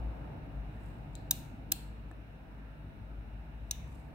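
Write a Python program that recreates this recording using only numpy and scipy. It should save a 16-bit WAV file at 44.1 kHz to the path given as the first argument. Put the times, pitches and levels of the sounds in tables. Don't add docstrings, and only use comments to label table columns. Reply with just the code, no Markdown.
import sys
import numpy as np
from scipy import signal
from scipy.fft import rfft, irfft
from scipy.io import wavfile
from scipy.ndimage import uniform_filter1d

SR = 44100
rng = np.random.default_rng(int(sys.argv[2]) if len(sys.argv) > 2 else 0)


def gain_from_db(level_db):
    decades = np.asarray(level_db, float) / 20
    return 10 ** decades


def dump(signal):
    limited = np.clip(np.atleast_2d(signal).T, -1, 1)
    pcm = np.round(limited * 32767).astype(np.int16)
    wavfile.write(sys.argv[1], SR, pcm)


N = 182574
T = np.arange(N) / SR
SIDES = np.array([[1], [-1]])


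def on_log(hz, table):
    f, value = np.transpose(table)
    return np.interp(np.log(hz), np.log(f), value)


def along(table):
    s, *columns = np.transpose(table)
    return [np.interp(T, s, column) for column in columns]


def band(shape, hz, width_hz):
    f = np.fft.rfftfreq(shape[-1], 1 / SR)
    bell = np.exp(-((f - hz) / width_hz) ** 2)
    y = irfft(rfft(rng.standard_normal(shape)) * bell, shape[-1])
    return y / y.std(axis=-1, keepdims=True)


def walk(rate):
    k = int(SR / rate)
    y = np.repeat(rng.standard_normal(N // k + 1), k)[:N]
    y = uniform_filter1d(uniform_filter1d(y, k), k)
    return y / y.std()


def add(out, s, sound):
    i = int(s * SR)
    out[:, i:i + sound.shape[-1]] += sound


def dip(x, hz, width_hz, share):
    return x - share * signal.lfilter(*signal.iirpeak(hz, hz / width_hz, SR), x)


def colour(x, table, db):
    top_hz = 15800
    f = np.maximum(np.fft.rfftfreq(x.shape[-1], 1 / SR), 1)
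    inside = (f < min(top_hz, table[-1][0])) & (f > table[0][0])
    y = irfft(rfft(x) * gain_from_db(on_log(f, table)) * inside, x.shape[-1])
    return y / y.std() * gain_from_db(db)


# t/s, f/Hz
MACHINE_PITCH = [(0, 56.2), (.6, 52.8), (2.0, 53), (3.7, 51.4), (4.14, 49.28)]
# t/s, level/dB
MACHINE_LOAD = [(0.0, -39), (0.09, -37), (0.14, -47), (0.24, -44), (0.34, -60), (0.44, -41.5), (0.47, -52),
                (0.58, -38.5), (1.05, -55.5), (1.3, -51), (1.98, -47.5), (2.43, -52.5), (3.14, -45),
                (3.69, -46.5), (4.14, -54)]
# t/s, f/Hz, level/dB
SECOND_MACHINE = [(0, 59.9, -45), (.7, 60.7, -67), (1.2, 65.8, -62), (3.0, 66.14, -63.5), (3.9, 65.03, -47),
                  (4.14, 64.74, -60)]


def machinery():
    out = 0
    for hz, db in (along(MACHINE_PITCH) + along(MACHINE_LOAD), along(SECOND_MACHINE)):
        level_db = db + 2.5 + 0.51 * walk(5.6)
        phase = 2 * np.pi * np.cumsum(hz + 0.61 * walk(5)) / SR
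        out = out + gain_from_db(level_db) * np.sin(phase)
    return out * gain_from_db(1.4 * SIDES)


# t/s, level/dB
TRAFFIC_NEARNESS = [(0, 7.5), (.5, 4), (1.2, 1.5), (1.8, 0.2), (2.3, -2.5), (3.0, -1.6), (3.6, -1.85),
                    (4.14, .3)]
# f/Hz, correlation/1
COHERENCE = [(60, 0.88), (130, 0.93), (290, 0.76), (640, 0.32), (1410, -0.21), (3100, -0.13),
             (6820, -0.074), (15000, -0.061)]
# f/Hz, level/dB
SIDE_TILT = [(60, 1.5), (110, 2.5), (200, -1.5), (380, 2), (700, -0.5), (1290, 2.5), (2380, -4),
             (4400, -1.5), (8120, 0), (15000, -1.5)]
# f/Hz, level/dB per Hz
RUMBLE = [(15, -28.5), (25, -19), (54, 2), (71, -12), (96, -7.5), (134, -5.5), (201, -11.5), (299, -13),
          (363, -21.5), (821, -22.5), (919, -23.5), (1060, -39), (1150, -51.5), (1500, -68.5), (2530, -120)]
# f/Hz, level/dB per Hz
FAN_HISS = [(590, -33.5), (1000, -4), (1080, -4.5), (1280, 0), (1700, -0.5), (1960, -5), (2710, -4),
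            (2870, -6), (3150, -15.5), (3920, -12.5), (4720, -24.5), (5230, -21), (6450, -28),
            (14800, -26.5), (15900, -23.5)]
# f/Hz, width/Hz, level/dB
ROOM_MODES = [(101.5, 8, -56), (150, 7, -59), (217, 8, -64), (650, 40, -69)]


def air():
    bass_share, mid_share, treble_share = .6, 0.95, 0.23
    treble_db, boom_db = -0.45, -1.64
    flicker_db, smooth_above_hz = 1.6, 1500
    traffic_db = along(TRAFFIC_NEARNESS)[0]
    bass_db = bass_share * traffic_db + 0.5 * walk(3.767)
    flat = 0
    for hz in 28 * 2 ** np.arange(0, 9.4, 1 / 3):
        like = np.clip(on_log(hz, COHERENCE), -.99, .99)
        mid, side = band((2, N), hz, hz / 5)
        swell = bass_db if hz < 370 else mid_share * traffic_db * min(800 / hz, 1) ** 1.3
        treble = (treble_db + treble_share * traffic_db) * min(hz / 5000, 1) ** 2
        flicker = flicker_db * min(smooth_above_hz / hz, 1) * walk(8)
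        db = 10 * np.log10(hz) + swell + treble + flicker
        pair = np.sqrt(1 + like) * mid + SIDES * np.sqrt(1 - like) * side
        flat = flat + gain_from_db(db + SIDES * on_log(hz, SIDE_TILT) / 2) * pair
    out = colour(flat, RUMBLE, -47.5 - 0.5) + colour(flat, FAN_HISS, -66.5 + 4.0)
    for hz, width_hz, db in ROOM_MODES:
        mid, side = band((2, N), hz, width_hz)
        out = out + gain_from_db(db + boom_db + bass_db) * (mid + SIDES * side * min(hz / 1200, 1))
    return dip(out, 7200, 450, .5)


# fastest moment t/s, level/dB, swell/dB per s, fade/dB per s
STROKES = [
    (.86, -75.5, 115, 83.5),
    (3.95, -75.5, 51.5, 102),
]


def brush():
    gain = 0
    for s, db, swell, fade in STROKES:
        gain = gain + gain_from_db(db - np.where(T < s, swell * (s - T), fade * (T - s)))
    grain = gain_from_db(2.2 * walk(200))
    hiss = band((2, N), 8200, 1900)
    hiss = hiss + gain_from_db(-4) * band((2, N), 12000, 2500) + gain_from_db(-5) * band((2, N), 4500, 1500)
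    return gain * grain * hiss


def ring_shell(contacts, shell, damping=1.45, scatter_db=2., port_db=1.5, focus_db=6.,
               crack_db=-8., crack_ms=.4, slip=.22, rise_ms=.05):
    out, t = np.zeros((2, N)), T[:1500]
    hz, width, db = (column[:, None] for column in np.transpose(shell))
    each = (len(shell), 1)
    port_gain = port_db * rng.standard_normal(each) * SIDES[:, None]
    turn = np.pi / 4 * np.sign(rng.standard_normal(each)) * SIDES[:, None]
    turn = turn + rng.uniform(0, 2 * np.pi, each)
    for s, peak_db, pan_db, focus_hz in contacts:
        since = int(s * SR) / SR - contacts[0][0]
        phase = 2 * np.pi * hz * since + turn + slip * np.pi * rng.standard_normal(each)
        focus = focus_db * np.exp(-(np.log(hz / focus_hz) / 0.066) ** 2)
        size = gain_from_db(db + focus + port_gain + scatter_db * rng.standard_normal(each)) * width
        modes = size * np.exp(-np.pi * damping * width * t) * np.sin(2 * np.pi * hz * t + phase)
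        ring = modes.sum(axis=1) / np.sqrt((size ** 2).sum(axis=1).mean())
        crack = np.diff(rng.standard_normal((2, len(t) + 2)), n=2) * np.exp(-t * 1000 / crack_ms)
        sound = ring + gain_from_db(crack_db) * crack / 4
        rise = 1 - np.exp(-t * 1000 / rise_ms)
        add(out, s, sound * rise * gain_from_db(peak_db + SIDES * pan_db / 2))
    out = signal.sosfilt(signal.butter(3, 2700, "high", fs=SR, output="sos"), out)
    return signal.sosfilt(signal.cheby1(5, .5, 15600, fs=SR, output="sos"), out)


# f/Hz, width/Hz, level/dB
FIRST_SHELL = [(2880, 600, -12), (3850, 290, -8), (6280, 180, -15), (6760, 150, -9), (7700, 300, 0),
               (8430, 360, -8), (9170, 250, -11), (9690, 160, -14), (10200, 250, -17), (12000, 190, -25),
               (12400, 200, -25), (13100, 340, -21)]
# t/s, peak level/dB, left minus right level/dB, most excited f/Hz
NAIL_TICKS = [
    (1.1330, -60, 0, 10000),
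    (1.4390, -58, 0, 9000),
    (2.1133, -52, 0, 8400),
    (2.1155, -55, 0, 9000),
]


def ticks():
    return ring_shell(NAIL_TICKS, FIRST_SHELL)


def chatter(s, peak_db, climb_ms, fall_db, slip_db, pan_db, count=11):
    slip_ms, rebound_ms, uneven = 1.4, .8, .15
    climb_db_per_ms, scatter_db = 2.1, 1.0
    first_focus_hz, dulling_ms, focus_scatter = 13500, 4.5, .3
    luck = rng.standard_normal((count, 3))
    ms = np.cumsum(rebound_ms * np.exp(uneven * luck[:, 0]))
    ms = np.r_[-slip_ms, ms[1:] - ms[1]]
    climb = climb_db_per_ms * np.maximum(climb_ms - ms, 0)
    fall = fall_db * np.maximum(ms - climb_ms, 0)
    db = peak_db - climb - fall + scatter_db * luck[:, 1]
    db = np.r_[peak_db + slip_db, db[1:]]
    focus_hz = first_focus_hz * np.exp(focus_scatter * luck[:, 2] - np.abs(ms) / dulling_ms)
    return list(zip(s + ms / 1000, db, np.full(count, pan_db), focus_hz))


# f/Hz, width/Hz, level/dB
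SECOND_SHELL = [(1630, 240, -23), (2800, 300, -16), (3840, 290, -3), (6470, 770, -6), (7700, 240, -8),
                (8470, 300, -4), (10100, 210, -11), (11000, 240, -9), (11900, 230, -10), (13100, 310, 0),
                (14900, 590, -4), (15500, 170, -10)]
THIRD_SHELL = [(1880, 510, -12), (2900, 310, -11), (3970, 600, -4), (5090, 200, -9), (5990, 180, -10),
               (6490, 210, -11), (7710, 340, -4), (8570, 210, -9), (9350, 690, -4), (11000, 730, -7),
               (12100, 200, -6), (13200, 480, 0), (13800, 170, -6), (14400, 240, -2), (15400, 250, -3)]
FOURTH_SHELL = [(1660, 250, -17), (2610, 180, -20), (3990, 480, -2), (5670, 240, -1), (6440, 320, 0),
                (8000, 220, -10), (8960, 220, -7), (10100, 350, -6), (11300, 280, -18), (13100, 210, -14),
                (13700, 260, -10), (15200, 700, -10), (16500, 170, -21)]
# first contact t/s, peak level/dB, climb to it/ms, fall/dB per ms, slip level re peak/dB
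SLIDER_FLIPS = [
    (1.1532, -38, 0.0, 5.8, -19),
    (1.3097, -10.5, .9, 3.0, -18),
    (1.7187, -12, 2.2, 4.2, -19),
    (3.7105, -18, 0.5, 3.6, -36),
]
# left minus right level/dB, contact rise/ms, crack level/dB,
# f/Hz cancelled by the echo off the hand, its width/Hz
HAND_GRIP = [
    (3.5, .05, -8, 5200, 900),
    (1.8, .05, -5, 8900, 800),
    (.8, .05, -5, 8300, 800),
    (-1.2, .07, -6, 5000, 1100),
]


def switches():
    shells = [FIRST_SHELL, SECOND_SHELL, THIRD_SHELL, FOURTH_SHELL]
    out = 0
    for row, grip, shell in zip(SLIDER_FLIPS, HAND_GRIP, shells):
        pan_db, rise_ms, crack_db, hollow_hz, width_hz = grip
        contacts = chatter(*row, pan_db)
        snap = ring_shell(contacts, shell, rise_ms=rise_ms, crack_db=crack_db, slip=.28)
        out = out + dip(snap, hollow_hz, width_hz, .85)
    return dip(out, 5600, 3000, -.55)


ANSWER_STARTS = [
    1.1535,
    1.3105,
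    1.7195,
    3.7110,
]
# (f/Hz, level/dB per Hz)
ANSWERS = [
    (-67, [(2060, -38), (3500, -5.5), (4100, 1.5), (5570, -18.5), (6870, -12), (7850, -9), (8800, -18.5), (16000, -22.5)]),
    (-47, [(1470, -28.5), (2500, -3.5), (2850, 0.5), (3180, -9), (3770, 2.5), (4760, -8.5), (6700, -3), (7250, -6), (8800, -3), (11500, -11.5), (13100, 0.5), (14700, -0.5), (16000, -9)]),
    (-49.5, [(1470, -31.5), (2500, -8), (2680, -5), (3550, -8.5), (3690, -10), (4270, -0.5), (4730, -15), (4950, -13), (6700, -16), (7470, -7), (11600, -14), (13900, -8), (16000, -14)]),
    (-54, [(1760, -11), (3000, -1.5), (3150, -11), (3650, 3.5), (4170, -6), (4830, -17), (5670, -4), (6040, 1), (7350, -13), (8580, -11), (11000, -17), (15100, -7), (16000, -8)]),
]


def room(gap_ms=1.3, early_db=4.0, early_ms=5.5, spread_db=-2.0):
    t60_s, air_loss_hz = 0.53, 19120
    out, t = np.zeros((2, N)), T[:int(.42 * SR)]
    f = np.fft.rfftfreq(len(t), 1 / SR)
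    edges = 2000 * 2 ** np.arange(0, 3.2, 1 / 3)
    early = 1 + gain_from_db(early_db) * np.exp(-t * 1000 / early_ms)
    onset = np.minimum(t * 1000 / gap_ms, 1) ** 2
    for s, (db, spectrum) in zip(ANSWER_STARTS, ANSWERS):
        noise = rng.standard_normal((2, 2 * len(t)))
        noise = colour(noise, spectrum, db - spread_db)[:, :len(t)]
        for low, high in zip(edges, edges[1:]):
            part = irfft(rfft(noise) * (np.digitize(f, [low, high]) == 1), len(t))
            loss = 1 + low * high / air_loss_hz ** 2
            fall = np.exp(-np.log(1000) * t / t60_s * loss) * early
            add(out, s, part * fall * onset)
    return out


# t/s, peak level/dB, board ring f/Hz, ring level re peak/dB
THUMB_KNOCKS = [
    (1.3098, -41, 1640, -4),
    (1.3122, -43, 960, -3),
    (1.3125, -41, 760, -5),
    (1.7190, -44, 1640, 0),
    (1.7203, -39, 320, 0),
    (1.7215, -44, 760, 0),
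    (2.1133, -40, 1750, -12),
    (3.7115, -55, 1670, 0),
    (3.7110, -52, 310, 0),
]


def knocks():
    out, t = np.zeros((2, N)), T[:2500]
    for s, peak_db, ring_hz, ring_db in THUMB_KNOCKS:
        contact_ms = .8 * (1000 / ring_hz) ** 0.36
        ring_ms = 7 * (1000 / ring_hz) ** 0.27
        push = -np.sin(np.pi * np.minimum(t * 1000 / contact_ms, 1)) ** 2
        ring = gain_from_db(ring_db) * np.exp(-t * 1000 / ring_ms) * np.sin(2 * np.pi * ring_hz * t)
        add(out, s, gain_from_db(peak_db) * (push + ring)[None])
    return out


def scene():
    steady = machinery() + air()
    return steady + brush() + ticks() + switches() + room() + knocks()


def top_cut(x):
    return signal.sosfilt(signal.butter(12, 16850, fs=SR, output="sos"), x)


def record(dry):
    return top_cut(dry)


dry = scene()
out = record(dry)
dump(out)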